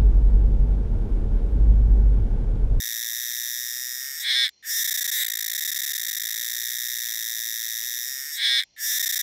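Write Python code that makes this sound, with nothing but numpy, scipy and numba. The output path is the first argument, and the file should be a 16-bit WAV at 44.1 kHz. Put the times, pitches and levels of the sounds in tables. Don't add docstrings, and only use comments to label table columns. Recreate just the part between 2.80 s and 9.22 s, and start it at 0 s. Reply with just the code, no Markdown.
import sys
import numpy as np
from scipy import signal
from scipy.io import wavfile
from numba import njit

SR = 44100
rng = np.random.default_rng(int(sys.argv[2]) if len(sys.argv) > 2 else 0)


def ratio_of_db(decibels):
    return 10 ** (np.asarray(decibels, float) / 20)


def dump_mix(stems):
    frames = np.atleast_2d(stems).T
    limited = np.clip(frames, -1, 1)
    pcm = np.round(limited * 32767).astype(np.int16)
    wavfile.write(sys.argv[1], SR, pcm)


N = 283122


def rms_one(x):
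    return x / np.sqrt(np.mean(x ** 2) + 1e-20)


@njit
def ring(x, r, turn):
    out = np.zeros(len(x))
    for i in range(2, len(x)):
        drive = (1 - r * r) / 2 * (x[i] - x[i - 2])
        out[i] = drive + 2 * r * np.cos(turn[i]) * out[i - 1] - r * r * out[i - 2]
    return out


def resonate(x, modes, tune=1):
    turn = 2 * np.pi / SR * tune * np.ones(N)
    x = x + np.cos(np.arange(N)) / 10 ** 12
    out = 0
    for k, (hz, width_hz, level_db) in enumerate(modes):
        out = out + (-1) ** k * ratio_of_db(level_db) * ring(x, np.exp(-np.pi * width_hz / SR), hz * turn)
    return rms_one(out)


# hz, db_per_hz
RUMBLE_SPECTRUM = [(20, -18), (60, -9.5), (120, -13.5), (250, -19), (450, -21.5), (700, -19), (1100, -26),
                   (1600, -52)]
# centre_s, half_width_s, level_db
RUMBLE_SWELLS = [
    (.3, 0.39, 3.5),
    (1.55, 0.11, 6),
    (2.048, 0.32, 7),
    (3.8, .3, 1.5),
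    (6.05, .45, 6),
]
# hz, width_hz, level_db
CHORUS = [(1910, 910, -6), (3400, 1600, -5), (4190, 67, 6), (4800, 450, -3.5), (5100, 380, -9),
          (5600, 500, -1), (7300, 1100, -13)]


def park(rumble_db=-80, chorus_db=-65):
    rumble, edges_hz = 0, 22 * 2 ** np.arange(0, 6.6, .5)
    white = rng.standard_normal((3, N))
    hz, db = np.transpose(RUMBLE_SPECTRUM)
    for k, (low, high) in enumerate(zip(edges_hz, edges_hz[1:])):
        band = signal.sosfilt(signal.butter(2, [low, high], "band", fs=SR, output="sos"), white[k % 2])
        swell = np.interp(np.arange(N), np.linspace(0, N, 16), rng.standard_normal(16))
        band_db = np.interp(np.log(low * high) / 2, np.log(hz), db)
        rumble = rumble + band * ratio_of_db(band_db + 1.4 * swell)
    t = np.arange(N) / SR
    swell_db = sum(db * np.exp(-((t - s) / half_s) ** 2) for s, half_s, db in RUMBLE_SWELLS)
    chorus = resonate(resonate(white[2], CHORUS), CHORUS)
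    return ratio_of_db(rumble_db + swell_db) * rms_one(rumble) + ratio_of_db(chorus_db) * chorus


def echoes(x, t60_s, level_db, top_hz):
    t = np.arange(int(.6 * SR)) / SR
    response = rng.standard_normal(len(t)) * ratio_of_db(-60 * t / t60_s) * (t > .002)
    response = signal.sosfilt(signal.butter(1, top_hz, fs=SR, output="sos"), response)
    response = response / np.sqrt(np.sum(response ** 2))
    return ratio_of_db(level_db) * signal.fftconvolve(x, response)[:N]


# first_stroke_s, last_stroke_s
PHRASES = [
    (-2.318, 1.689),
    (1.8265, 5.8339),
    (5.9638, 9.97),
]


def age(s):
    first = np.array(PHRASES)[:, 0]
    return s - first[np.maximum(np.searchsorted(first, s, side="right") - 1, 0)]


# after_start_s, force_db, posture, membrane_hz
OPENING = [
    (0, -51, -0.3, 5130),
    (.023, -41.5, -1.3, 5050),
    (.045, -40, -2, 5020),
    (0.076, -36, -0.28, 5110),
    (.13, -34.5, -0.072, 5240),
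    (.22, -33, 0.069, 5254),
    (.5, -34, .05, 5260),
    (.6, -30, 0.38, 5480),
    (.68, -33.5, 0.1, 5253),
]
# before_end_s, force_db, posture, membrane_hz
CLOSING = [
    (0.49, -39, -0.22, 5120),
    (.33, -41.5, -0.64, 5000),
    (0.27, -40, 0.16, 5000),
    (0.241, -33, 0.74, 4950),
    (0.193, -28.5, 0.81, 5000),
    (0.18, -28.5, 0.85, 4940),
    (0.038, -28, 0.845, 4950),
    (.022, -30, 0.77, 5900),
    (0, -35.5, .6, 4920),
]
# level_db, slackens_before_end_s
MANNER = [(-0.5, 0.99), (-0.5, 0.64), (0, .7)]


def effort(steady_db=-36, steady_hz=5283):
    rows = []
    for (first, last), (level_db, slacken_s) in zip(PHRASES, MANNER):
        rows += [(first + s, force_db + level_db, *rest) for s, force_db, *rest in OPENING]
        rows += [(last - slacken_s, steady_db + level_db, 0, steady_hz)]
        rows += [(last - s, *rest) for s, *rest in CLOSING]
    at_s, *columns = np.transpose(rows)
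    return [np.interp(np.arange(N) / SR, at_s, c) for c in columns]


# start_s, pairs
PAIRS = [(.0017, 20), (.3473, 35), (.9304, 17), (1.2038, 9), (1.338, 4), (1.387, 0), (1.3962, 2),
         (1.4106, 0), (2.4453, 9), (2.6059, 5), (2.6971, 3), (2.7483, 0), (3.3976, 10), (3.5764, 16),
         (3.8489, 17), (4.1321, 11), (4.319, 40), (5.0198, 15), (5.2709, 12), (5.4515, 5), (5.5172, 3),
         (5.5447, 0)]
# start_s, pairs
STUMBLES = [(2.7483, 2), (2.7777, 2), (2.8204, 2), (2.848, 2), (2.8754, 3), (2.9156, 2), (2.9596, 2),
            (2.9877, 2), (3.0326, 2), (3.1032, 2), (3.1495, 2), (3.2817, 2), (3.3657, 2), (3.3976, 0)]


def pairs(bunched_s=.0102, rest_s=.0085, single_s=.0165):
    spans = [(s, end, many) for (s, many), (end, _) in zip(PAIRS, PAIRS[1:])]
    for (s, many), (end, _) in zip(STUMBLES, STUMBLES[1:]):
        bunch_end = s + many * bunched_s
        free = bunch_end + rest_s
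        spans += [(s, bunch_end, many), (free, end, round((end - free) / single_s))]
    spans = [span for span in spans if span[2] > 0]
    start = [np.linspace(s, end, many, endpoint=False) for s, end, many in spans]
    room_s = [np.full(many, (end - s) / many) for s, end, many in spans]
    return np.concatenate(start), np.concatenate(room_s)


# start_s, strokes, pair_ms, first_to_second_tymbal_ms
RUNS = [(1.4106, 24, 7.94, 3.7), (1.5059, 12, 7.9, 3.2), (1.5533, 22, 8.016, 2.97), (1.6415, 8, 8.0, 3.9),
        (1.8328, 52, 7.75, 3.9), (2.3142, 31, 7.95, 4.0), (5.5447, 21, 8.03, 3.5), (5.629, 16, 8.01, 3.4),
        (5.6931, 22, 7.99, 2.97), (5.781, 7, 8.0, 3.9), (5.971, 54, 7.98, 3.9)]
STRAYS = [1.387, 1.6785, 5.8127, 5.822]
# start_s, bursts, first_gap_ms
BURSTS = [
    (2.0424, 8, 32.0),
    (6.1944, 7, 31.4),
]
# phrase_age_s, lag_ms
LAG = [(.62, 3.2), (.8, 3.9), (.9, 4.7), (2.85, 8.0), (3.2, 8.2)]


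def strokes(burst_slows_ms=.24, stroke_share=.12):
    phrase_ends = [end for row in PHRASES for end in row]
    runs = RUNS + [(s, 1, 0, 0) for s in STRAYS + phrase_ends if 0 < s < N / SR]
    for s, many, ms in BURSTS:
        for k in range(many):
            gap_ms = stroke_share * (ms + 2 * burst_slows_ms * k)
            burst_s = s + (ms - burst_slows_ms + burst_slows_ms * k) * k / 1000
            runs.append((burst_s, 6, 2 * gap_ms, gap_ms))
    first, room_s = pairs()
    lag_s = np.interp(age(first), *np.transpose(LAG)) / 1000
    start = [first, first + np.minimum(lag_s, room_s / 2)]
    side = [np.zeros(len(first), int), np.ones(len(first), int)]
    for s, many, pair_ms, lag_ms in runs:
        k = np.arange(many)
        start.append(s + (k // 2 * pair_ms + k % 2 * lag_ms) / 1000)
        side.append(k % 2)
    start, side = np.concatenate(start), np.concatenate(side)
    order = np.argsort(start)
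    return start[order], side[order]


def train(times, sizes):
    at = np.clip(times.ravel() * SR, 0, N - 2)
    whole, part = at.astype(int), at % 1
    early = np.bincount(whole, sizes.ravel() * (1 - part), N)
    return early + np.bincount(whole + 1, sizes.ravel() * part, N)


RIB_DB = [-7, -1, 0, 0, 0, -1, -3]
SWELL_RIB_DB = [5, -4.5, 8, 5, -2.5, -38, -70]
TRAIL_DB = [-7, 2.5, 2.5]


def tymbals(start, side, rib_hz, membrane_hz, posture, wobble_s=24e-6, slack_s=.0003, crackle_s=3.9e-6):
    slow = np.diff(start, append=N / SR) > .0053
    lock = sum(np.exp(-((start[:, None] - last + .1) / .055) ** 4) for _, last in PHRASES)
    loose = 1 - .92 * lock
    start = start - .0003 + (slow + 0.181) * loose[:, 0] * slack_s * rng.standard_normal(len(start))
    at = (start * SR).astype(int)
    begin, rib_s = start[:, None], 1 / rib_hz[at, None]
    luck = rng.standard_normal((len(start), 4, 21))
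    wobble = wobble_s * luck[:, 0]
    force = ratio_of_db(0.23 * luck[:, 3, :1] - 0.13 * side[:, None])

    rib = np.arange(len(RIB_DB))
    rib = rib + 0.383 + 0.01 * (rib - 3) ** 2 * np.sign(rib - 3)
    rib_size = force * ratio_of_db(np.array(RIB_DB) + .4 * luck[:, 1, :7])
    ribs = train(begin + rib * rib_s + wobble[:, :7], rib_size)
    boom_s = begin + (rib + 0.28 * side[:, None]) / 1830 + loose * wobble[:, :7]
    booms = train(boom_s, force * ratio_of_db(np.array(SWELL_RIB_DB)))

    step = np.arange(21) / 3 + 0.34 + 0.12 * rng.standard_normal(21)
    step = step + 0.032 * rng.standard_normal((2, 21))[side]
    size = np.tile([1, -ratio_of_db(6.5), ratio_of_db(11.5)], 7) * ratio_of_db(np.repeat(RIB_DB, 3))
    size = size * force * ratio_of_db(.5 * luck[:, 1])
    drift = loose * crackle_s * np.cumsum(luck[:, 2], axis=1) / 3
    when = begin + step * 2.83 / membrane_hz[at, None] + drift
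    snaps = train(when, size)
    crackle = train(when, size * ratio_of_db(-.4 * step))

    reach = slow[:, None] * np.clip(-2.7 * posture[at, None], 0, 1)
    trail_s = begin + (rib[-1] + 1 + np.arange(3)) * rib_s + wobble[:, 7:10]
    trail = train(trail_s, force * ratio_of_db(np.array(TRAIL_DB)) * reach)
    return ribs + trail, booms, snaps + 0.83 * trail, crackle


def by_posture(rows, posture):
    at, *columns = np.transpose(rows)
    return [np.interp(posture, at, c) for c in columns]


# hz, width_hz, level_db
SAC = [(1850, 850, 47), (2250, 180, -8), (1450, 270, -20)]
SAC_OPEN = [(2128, 496, 7), (2350, 130, 9.5)]
OVERTONE = [(3333, 296, 16.6), (3960, 1060, 11.6), (4880, 380, 8.2)]
OVERTONE_OPEN = [(3220, 500, -2), (3432, 336, 5), (3775, 370, 2), (4047, 265, 3.5)]
MEMBRANE = [(5318, 74, 2.5), (5915, 176, -0.5)]
MEMBRANE_OPEN = [(4504, 77, -2.6), (5066, 420, 0.92)]
PLATES = [(7225, 250, -4.5), (7673, 36, -5), (7940, 230, -10.5), (8960, 480, -9), (10500, 380, -6.5),
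          (11140, 1410, -6), (12410, 810, 0.5), (12813, 520, 2), (12660, 780, -16.5), (14400, 190, -24),
          (14730, 470, -13.5), (15600, 120, -17), (15570, 660, -6)]
PLATES_OPEN = [(7280, 490, -9), (8260, 770, -3.5), (10040, 840, -0.5), (9520, 400, -14), (12300, 810, -9.5),
               (13800, 770, -10), (15300, 1100, -11.5)]
# posture, overtone_db, membrane_db, plates_db
VOICING = [(-0.85, -35, 3, 7.5), (-1, -32, 6, 8.5), (0, -0.5, 5.5, 7.5), (0.37, .5, -7.5, 5.5),
           (0.715, 2, -10, -8.5), (0.883, 8, -2.5, -9.5)]
# posture, rib_click_hz, stretched_share (0-1)
TUNING = [(-0.84, 1830, 0.12), (0, 1881, 0.05), (0.29, 1950, 0.24), (0.82, 1960, 1), (0.74, 3100, 1)]


def cicada(tighten_per_s=0.0036, wake_db=-22, wake_s=0.046):
    start, side = strokes()
    force_db, posture, membrane_hz = effort()
    old_s = age(np.arange(N) / SR)
    rib_hz, stretch = by_posture(TUNING, posture)
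    rib_hz = rib_hz * (1 + tighten_per_s * (old_s - 1))
    stretch = np.clip(stretch, 0, 1)
    ribs, booms, snaps, crackle = tymbals(start, side, rib_hz, membrane_hz, posture)

    overtone_db, membrane_db, plates_db = by_posture(VOICING, posture)
    asleep_db = wake_db * np.clip(1 - old_s / wake_s, 0, 1)
    sac_tune, plate_tune = rib_hz / 1870, membrane_hz / 5290
    hard_booms = booms + 0.32 * snaps
    parts = [(ribs, booms, SAC, SAC_OPEN, sac_tune, 0),
             (ribs, booms, OVERTONE, OVERTONE_OPEN, sac_tune, overtone_db),
             (snaps, hard_booms, MEMBRANE, MEMBRANE_OPEN, plate_tune, membrane_db + asleep_db),
             (crackle, hard_booms, PLATES, PLATES_OPEN, plate_tune, plates_db + asleep_db)]
    song = 0
    for clicks, swell_clicks, shut, wide, tune, level_db in parts:
        closed = np.sqrt(1 - stretch) * resonate(clicks, shut, tune)
        opened = np.sqrt(stretch) * resonate(swell_clicks, wide)
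        song = song + ratio_of_db(level_db) * (closed + opened)

    song = signal.lfilter(*signal.iirnotch(9950, 7.0, SR), song)
    valley = signal.lfilter(*signal.iirpeak(2665, 10, SR), song)
    song = song - np.sqrt(stretch) * valley
    duty = np.sqrt(N / SR / len(start) / .004)
    small_body = signal.butter(5, 1330, "high", fs=SR, output="sos")
    return signal.sosfilt(small_body, ratio_of_db(force_db) * song / duty)


def scene():
    song = cicada()
    bark = echoes(song, t60_s=0.014, level_db=-14, top_hz=4250)
    trees = echoes(song, t60_s=0.25, level_db=-57, top_hz=4200)
    return np.array([song + bark + trees + park()] * 2)


def band_limit(x):
    return signal.sosfilt(signal.butter(12, 17140, fs=SR, output="sos"), x)


def record(dry, bend=0.02, cutoff_hz=15850):
    bent = dry + bend * dry ** 2
    bent = signal.sosfilt(signal.butter(1, 40, "high", fs=SR, output="sos"), bent)
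    cut = signal.sosfilt(signal.cheby2(14, 19, cutoff_hz, fs=SR, output="sos"), bent)
    mix = signal.sosfilt(signal.cheby2(12, 40, 17100, fs=SR, output="sos"), cut)
    return band_limit(mix)


dry = scene()
out = record(dry)
dump_mix(out)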